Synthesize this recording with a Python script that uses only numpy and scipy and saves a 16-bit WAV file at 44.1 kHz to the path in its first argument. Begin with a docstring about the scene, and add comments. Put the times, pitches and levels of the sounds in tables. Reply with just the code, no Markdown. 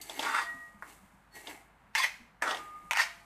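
"""A small kitchen, close to the hob: a steel spoon stirs chopped vegetables in a metal pan.
Four strokes drag over the metal in stick-slip jerks, the last three landing with clanks; the pan sings on.
Pan and spoon are sums of decaying modes, struck by single blows or driven by trains of irregular slips.
Around the strokes ticks, a light tink, rustling oily pieces (filtered grains) and soft bumps are heard,
over faint room noise and a low hum."""
import sys
import numpy as np
from scipy import signal
from scipy.fft import rfft, irfft
from scipy.io import wavfile
from scipy.ndimage import uniform_filter1d

SR = 44100
rng = np.random.default_rng(int(sys.argv[2]) if len(sys.argv) > 2 else 0)


def log_audio(samples):
    """Write samples as a 16-bit WAV file to the path given in sys.argv[1]."""
    # one column per channel
    frames = np.atleast_2d(samples).T
    # limit to full scale, then quantise
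    limited = np.clip(frames, -1, 1)
    pcm = np.round(limited * 32767).astype(np.int16)
    wavfile.write(sys.argv[1], SR, pcm)


N = 143325
T = np.arange(N) / SR  # [s]
RING_T = T[:SR // 2]  # time axis of a single response [s]
DENSE_T60_S, ROOM_DB = 0.16, -7.5  # crowd of small pan modes; kitchen reverberation against direct sound

# Colours of the landing places on the pan: (frequency [Hz], gain [dB])
CLANK_A = [(300, -37), (750, -13.5), (867, 0), (1280, -14.5), (1880, 6.5), (4190, -15.5), (5600, -10.5),
           (14000, -30.5)]
CLANK_B = [(120, -49), (200, -21), (875, -2.5), (1030, -5.5), (1660, 1), (3890, -25), (8210, -22),
           (14000, -36.5)]
CLANK_C = [(300, -36), (762, -5.5), (895, 3), (1120, -8), (2670, 0.5), (5080, -25.5), (5600, -14),
           (14000, -27.5)]
MUFFLED = [(200, -21), (1100, 13), (2000, 8.5), (2800, -24)]
# Treble colour of oily pieces, and of the splash in a tink: (frequency [Hz], gain [dB])
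RUSTLE_HISS = [(1500, -31), (3000, 0.5), (5500, -2), (8200, 5), (11000, 0), (14000, -2)]


def amp(db):
    """Decibels to gain."""
    return 10 ** (np.asarray(db) / 20)


def unit(x):
    """Scale to an rms of one."""
    return x / np.sqrt(np.mean(x ** 2))


def norm(x):
    """Scale to an energy of one."""
    return x / np.sqrt(np.sum(x ** 2))


def fade(t, t60):
    """Exponential decay by 60 dB in t60 seconds."""
    return np.exp(-np.log(1000) * t / t60)


def sine(hz, t, turn=0):
    """Sine of a steady pitch, started at a fraction of a turn."""
    return np.sin(2 * np.pi * (hz * t + turn))


def conv(x, h):
    """Pass x through the response h."""
    return signal.fftconvolve(x, h)[:len(x)]


def colour(x, points):
    """Causal minimum-phase filter through (Hz, dB) points, made by folding the cepstrum."""
    hz, db = np.array(sorted(points)).T
    f = np.fft.rfftfreq(4096, 1 / SR) + 1  # 1 Hz up, to keep the logarithm finite
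    gain = amp(np.interp(np.log(f), np.log(hz), db))
    low_cut = np.minimum(f / hz[0], 1) ** 2
    cepstrum = irfft(np.log(gain * low_cut))
    half = len(cepstrum) // 2
    cepstrum[1:half] *= 2
    cepstrum[half + 1:] = 0
    return conv(x, irfft(np.exp(rfft(cepstrum))))


def add(out, s, x, db):
    """Mix in a blow at s seconds; a unit-energy x has the energy of 30 ms at the level db."""
    blow_s = .03
    i = max(int(s * SR), 0)
    out[i:i + len(x)] += (amp(db) * np.sqrt(blow_s * SR) * norm(x))[:N - i]


def walk(rate):
    """Random wander: normal values of spread one, rate times a second, joined by straight lines."""
    return np.interp(T * rate, np.arange(N // 20), rng.standard_normal(N // 20))


def grains(rate, scatter_db):
    """Irregular clicks, rate a second on average, of uneven size and random sign."""
    clicks = rng.random(N) < rate / SR
    size = amp(scatter_db * np.clip(rng.standard_normal(N), -2, 2))
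    return unit(clicks * size * rng.choice([-1, 1], N))


def burst(t60):
    """Decaying noise of unit energy."""
    return norm(rng.standard_normal(len(RING_T)) * fade(RING_T, t60))


def pan(length, crack_db=-6):
    """Response of the pan at one random spot: a crack, a crowd of short modes, strong modes and the kitchen."""
    # Strong modes of pan and spoon in contact, before each spot's scatter:
    # (frequency [Hz], t60 [s], level [dB])
    pan_modes = [(907.3, 0.097, 9), (1101, 0.18, 8.5), (1378, 0.14, 7.5), (1879, 0.32, 8), (2141, 0.083, 7),
                 (2660, 0.1, 9.5), (3500, 0.17, 9.5), (4712, 0.12, 14.5), (5390, 0.16, 13.5),
                 (6260, 0.18, 14), (8440, 0.17, 15.5)]
    crack_s, room_t60_s = 0.0013, 0.48  # the crack falls to 1/e in crack_s
    spot_db, spot_detune = 3, .012  # scatter of mode level, and of mode pitch as a fraction
    crack = norm(burst(crack_s * np.log(1000)) + (RING_T == 0))
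    crowd = burst(DENSE_T60_S * length)
    room = amp(ROOM_DB) * burst(room_t60_s)
    h = amp(crack_db) * crack + np.sqrt(length) * (crowd + room)
    for hz, t60, db in pan_modes:
        strength, load = rng.uniform(-0.93, 1, 2)
        size = amp(db + spot_db * strength) * 2 * np.log(1000) / (t60 * SR)
        spot_hz = hz * (1 + spot_detune * load)
        h = h + size * min(length, 1) * fade(RING_T, t60) * sine(spot_hz, RING_T, rng.random())
    return h


def spoon(length):
    """Response of the spoon's own modes; a short length means that it is damped."""
    # The spoon's modes: (frequency [Hz], level [dB], t60 at length one [s])
    spoon_modes = [(2900, -4.5, 0.091), (4360, -0.5, 0.085), (4650, -0.5, 0.19), (6390, 0, 0.11),
                   (8000, -1, 0.12), (12500, 1.5, 0.078)]
    return norm(sum(amp(db) * fade(RING_T, t60 * length) * sine(hz, RING_T) for hz, db, t60 in spoon_modes))


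def scrape(curve, path, count=4):
    """The spoon's edge sticks and slips in jerks, passing over several spots that each ring differently."""
    # Bands of the two level columns of a stroke: (low edge [Hz], high edge [Hz])
    band_edges = [(200, 3000), (3000, 15000)]
    slips_per_s, slip_scatter_db, grit_db = 400, 5.5, -11  # grit: steady noise under the slips
    jerk_db, jerks_per_s = 2.5, 110
    trim_db, lead_s, release_s = -2, 0.0092, 0.0056  # the curve plays lead_s ahead of its listed times
    s, *levels = np.array(curve).T

    slips = grains(slips_per_s, slip_scatter_db) + amp(grit_db) * rng.standard_normal(N)
    evened = slips / np.sqrt(uniform_filter1d(slips ** 2, size=700))
    jerks = evened * amp(jerk_db * walk(jerks_per_s))

    t = T + lead_s
    outside_s = np.maximum(s[0] - t, 0) + np.maximum(t - s[-1], 0)
    contact = np.exp(-outside_s / release_s)
    drives = [jerks * contact * amp(np.interp(t, s, db) + trim_db) for db in levels]

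    out = 0
    for spot in np.eye(count):
        # crossfade from spot to spot along the stroke
        near = np.sqrt(np.interp(t, np.linspace(s[0], s[-1], count), spot))
        body = colour(pan(1, crack_db=-8.5), path)
        for edges, drive in zip(band_edges, drives):
            band_filter = signal.butter(3, edges, "band", fs=SR, output="sos")
            out = out + conv(drive * near, norm(signal.sosfilt(band_filter, body)))
    return out


def scrapes():
    """Four strokes: stick-slip friction drives the pan, each along its own path over the metal."""
    # Strokes: (time before the lead [s], level below 3 kHz [dB], treble level [dB]), levels before the trim
    stroke_1 = [(.175, -56, -56), (.235, -41, -43), (.262, -30, -40), (.32, -32.5, -44), (.35, -29.5, -41),
                (.395, -27, -41.5), (.445, -45, -48.5)]
    stroke_2 = [(1.968, -31.5, -36), (1.995, -27.5, -28.5), (2.012, -33, -35), (2.045, -26.5, -32.5)]
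    stroke_3 = [(2.462, -37, -52), (2.488, -24, -33), (2.506, -35, -37.5), (2.575, -42.5, -75)]
    stroke_4 = [(2.96, -31, -40.5), (2.985, -22.5, -33.5), (3.008, -24.5, -31), (3.024, -30, -32.5)]
    # Colour of the metal along each stroke: (frequency [Hz], gain [dB])
    path_1 = [(250, -26.5), (700, -14.5), (920, -1.5), (1400, 0), (2000, -5.5), (2900, -16.5), (3580, -17),
              (5270, -23.5), (8300, -24), (14000, -36.5)]
    path_2 = [(300, -33.5), (800, -10.5), (1090, -5.5), (1500, -11), (2050, 2.5), (2800, -10.5),
              (3290, -12.5), (4120, -15), (14000, -29.5)]
    path_3 = [(200, -15), (875, -1), (1880, -1.5), (2090, -12.5), (3500, -13), (4330, -21.5), (8070, -24),
              (14000, -39)]
    path_4 = [(300, -49), (880, -17.5), (1600, -14), (2050, -8), (3200, -23), (4620, -21), (14000, -38)]
    first_two = scrape(stroke_1, path_1) + scrape(stroke_2, path_2)
    return first_two + scrape(stroke_3, path_3) + scrape(stroke_4, path_4)


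def squeals():
    """The edge catches and briefly judders at one resonance, rough in pitch, with a short ring after it."""
    # Squeals: (loudest at [s], mean frequency [Hz], peak level before the ring [dB], half length to 1/e [s])
    squeal_list = [(0.271, 1428, -34, 0.0099), (0.345, 1201, -29, 0.0068), (2.001, 1090, -30, 0.0062),
                   (2.026, 3390, -32, 0.0079), (2.045, 1945, -28, 0.0086), (2.478, 1321, -26, 0.0054),
                   (3.001, 1810, -22.5, 0.011)]
    out, waver = 0, 1 + .04 * walk(700)
    for s, hz, db, width in squeal_list:
        swell = np.exp(-((T - s) / width) ** 2)
        tone = np.sin(2 * np.pi * np.cumsum(hz * waver) / SR)
        out = out + amp(db) * np.sqrt(2) * swell * tone
    return out + amp(ROOM_DB) * conv(out, burst(DENSE_T60_S))


def clanks():
    """The spoon lands on the metal: one blow excites the pan, coloured by the landing place."""
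    # Landings: (time [s], level [dB], ring length factor, colour of the place)
    landings = [(0.824, -43.5, 0.44, MUFFLED), (1.9512, -27, 1.1, CLANK_A), (2.0354, -44, 0.15, CLANK_A),
                (2.042, -33.5, 0.55, CLANK_A), (2.415, -55, 0.34, MUFFLED), (2.422, -28.5, 1.42, CLANK_B),
                (2.91, -29.5, 0.62, CLANK_C), (2.9332, -36, 0.17, CLANK_C), (2.9722, -34, 0.17, CLANK_C)]
    out = np.zeros(N)
    for s, db, length, place in landings:
        add(out, s, colour(pan(length), place), db)
    return out


def rings():
    """Single modes swell under the dragging spoon and ring out freely."""
    # Free ringing: (loudest at [s], frequency [Hz], level before the waver [dB], rise from 1/e [s], t60 [s])
    ring_list = [(0.438, 1904, -40, 0.18, 0.18), (0.494, 1901, -35, 0.04, 0.31),
                 (0.46, 1223, -51, 0.08, 1.2), (0.46, 682, -55.5, 0.037, 0.76),
                 (.39, 3570, -47, 0.092, 0.25), (.62, 1900, -45.5, 0.07, 0.36),
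                 (1.355, 4400, -59, 0.025, 0.15), (1.37, 1903, -52.5, 0.03, 0.28),
                 (3.04, 684, -56, 0.06, 0.99), (2.61, 1223, -45, 0.025, 1.65)]
    out = 0
    for s, hz, db, rise, t60 in ring_list:
        swell = np.exp(-(np.minimum(T - s, 0) / rise) ** 2)
        shape = swell * fade(np.maximum(T - s, 0), t60)
        level = amp(db + 2 * walk(24.98))  # wavers with a spread of 2 dB
        out = out + level * np.sqrt(2) * shape * sine(hz, T, rng.random())
    return out


def ticks():
    """The spoon's edge skips over seeds and pieces: small sharp pan blows, each with a brief rising chirp."""
    # Skips: (time [s], level with the chirp [dB])
    skips = [(.096, -42), (0.193, -35), (0.2268, -40), (0.249, -43), (1.4715, -45.5), (2.5098, -37.5),
             (2.5462, -42), (2.571, -47)]
    # Colour of a skip: (frequency [Hz], gain [dB])
    skip_colour = [(250, -4.5), (800, 11), (1300, -4.5), (2100, -14), (2700, 1.5), (3500, -1), (4200, -6.5),
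                   (4900, -5), (7000, -7.5), (14000, -23)]
    chirp_hz, chirp_hz_per_s, chirp_s, chirp_db = 2984, 193000, 0.0022, -3  # chirp_s: time of peak and width
    out = np.zeros(N)
    swell = np.exp(-((RING_T - chirp_s) / chirp_s) ** 2)
    chirp = norm(swell * sine(chirp_hz + chirp_hz_per_s * RING_T / 2, RING_T))
    for s, db in skips:
        knock = norm(colour(pan(0.8), skip_colour))
        add(out, s, knock + amp(chirp_db) * chirp, db)
    return out


def tinks():
    """The spoon barely touches and rings by itself, with a short splash of noise."""
    # Light touches: (time [s], level with the splash [dB], ring length factor)
    touches = [(0.014, -45.5, 1.26)]
    splash_db, splash_s = 4, 0.019  # against the ring; fall to 1/e at length one
    out = np.zeros(N)
    for s, db, length in touches:
        splash = colour(burst(splash_s * np.log(1000) * length), RUSTLE_HISS)
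        add(out, s, spoon(length) + amp(splash_db) * norm(splash), db)
    return out


def vegetables():
    """Soft pieces tumble in the pan; their oily skins crackle and, when pushed hard, make the spoon ring."""
    # Pieces sliding over each other: (time [s], body level [dB], treble crackle level [dB])
    rustle = [(0, -58, -71.5), (.07, -56.5, -53), (.23, -42.5, -51), (.5, -62.5, -61), (.79, -74, -74.5),
              (.84, -62, -66), (0.899, -56.5, -56.5), (1.0, -70.5, -68), (1.307, -85, -82.5),
              (1.358, -51.5, -53), (1.439, -57.5, -59.5), (1.503, -43, -52), (1.55, -53.5, -58.5),
              (1.72, -73.5, -81.5), (2.4, -78, -89), (2.56, -49.5, -58), (2.72, -63.5, -69.5),
              (3.24, -71, -70.5)]
    # Colour of the soft body: (frequency [Hz], gain [dB])
    body_colour = [(120, -17.5), (310, 2), (520, -2.5), (850, 3), (1300, -14.5), (2000, -1), (3500, -17),
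                   (6000, -30)]
    grains_per_s, scatter_db = 1400, 4
    spoon_rub_db = -50  # crackle level at which the spoon rings as loud as the crackle
    s, body_db, hiss_db = np.array(rustle).T

    tumble = conv(grains(grains_per_s, scatter_db), pan(0.24))
    body = unit(colour(tumble, body_colour))
    crackle = unit(colour(grains(grains_per_s, scatter_db) + rng.standard_normal(N), RUSTLE_HISS))

    push = amp(np.interp(T, s, hiss_db))
    rub = unit(conv(crackle, spoon(0.13))) * np.minimum(push / amp(spoon_rub_db), 1) ** 2
    return body * amp(np.interp(T, s, body_db)) + (crackle + rub) * push


def bumps():
    """The pan bumps on its stand: low, soft thuds of one damped resonance in a dull rumble."""
    # Dull bumps: (time [s], level [dB], resonance [Hz])
    thuds = [(.54, -56, 264), (0.743, -57, 206), (1.022, -59.5, 197), (1.134, -60, 195),
             (2.199, -56.5, 235.4), (2.829, -58.5, 181)]
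    rise_s, t60_s, thud_top_hz = 0.0054, .22, 270
    out = np.zeros(N)
    low_pass = signal.butter(6, thud_top_hz, fs=SR, output="sos")
    shape = (1 - np.exp(-RING_T / rise_s)) * fade(RING_T, t60_s)
    for s, db, hz in thuds:
        rumble = unit(signal.sosfilt(low_pass, rng.standard_normal(len(RING_T))))
        add(out, s, shape * (sine(hz, RING_T) + .5 * rumble), db)
    return out


def kitchen():
    """Faint coloured room noise and a low hum that wavers in level."""
    # Colour of the room noise: (frequency [Hz], gain [dB])
    floor_colour = [(30, -5), (186, 1), (373, -14), (894, -2.5), (1740, -8.5), (5690, -33), (14000, -37)]
    floor_db, hum_hz, hum_db = -63.5, 51.3, -71.5
    hum = np.sqrt(2) * sine(hum_hz, T) * amp(hum_db + 1.6 * walk(5.2))
    return amp(floor_db) * unit(colour(rng.standard_normal(N), floor_colour)) + hum


def scene():
    """Four strokes of the spoon among the vegetables, in one channel."""
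    strokes = scrapes() + squeals() + clanks() + rings()
    small_sounds = ticks() + tinks() + vegetables() + bumps()
    return (strokes + small_sounds + kitchen())[None]


def record(dry):
    """The recorder cuts the top with a steep low-pass at 14.6 kHz."""
    return signal.sosfilt(signal.ellip(10, .2, 70, 14600, fs=SR, output="sos"), dry)


dry = scene()
out = record(dry)
log_audio(out)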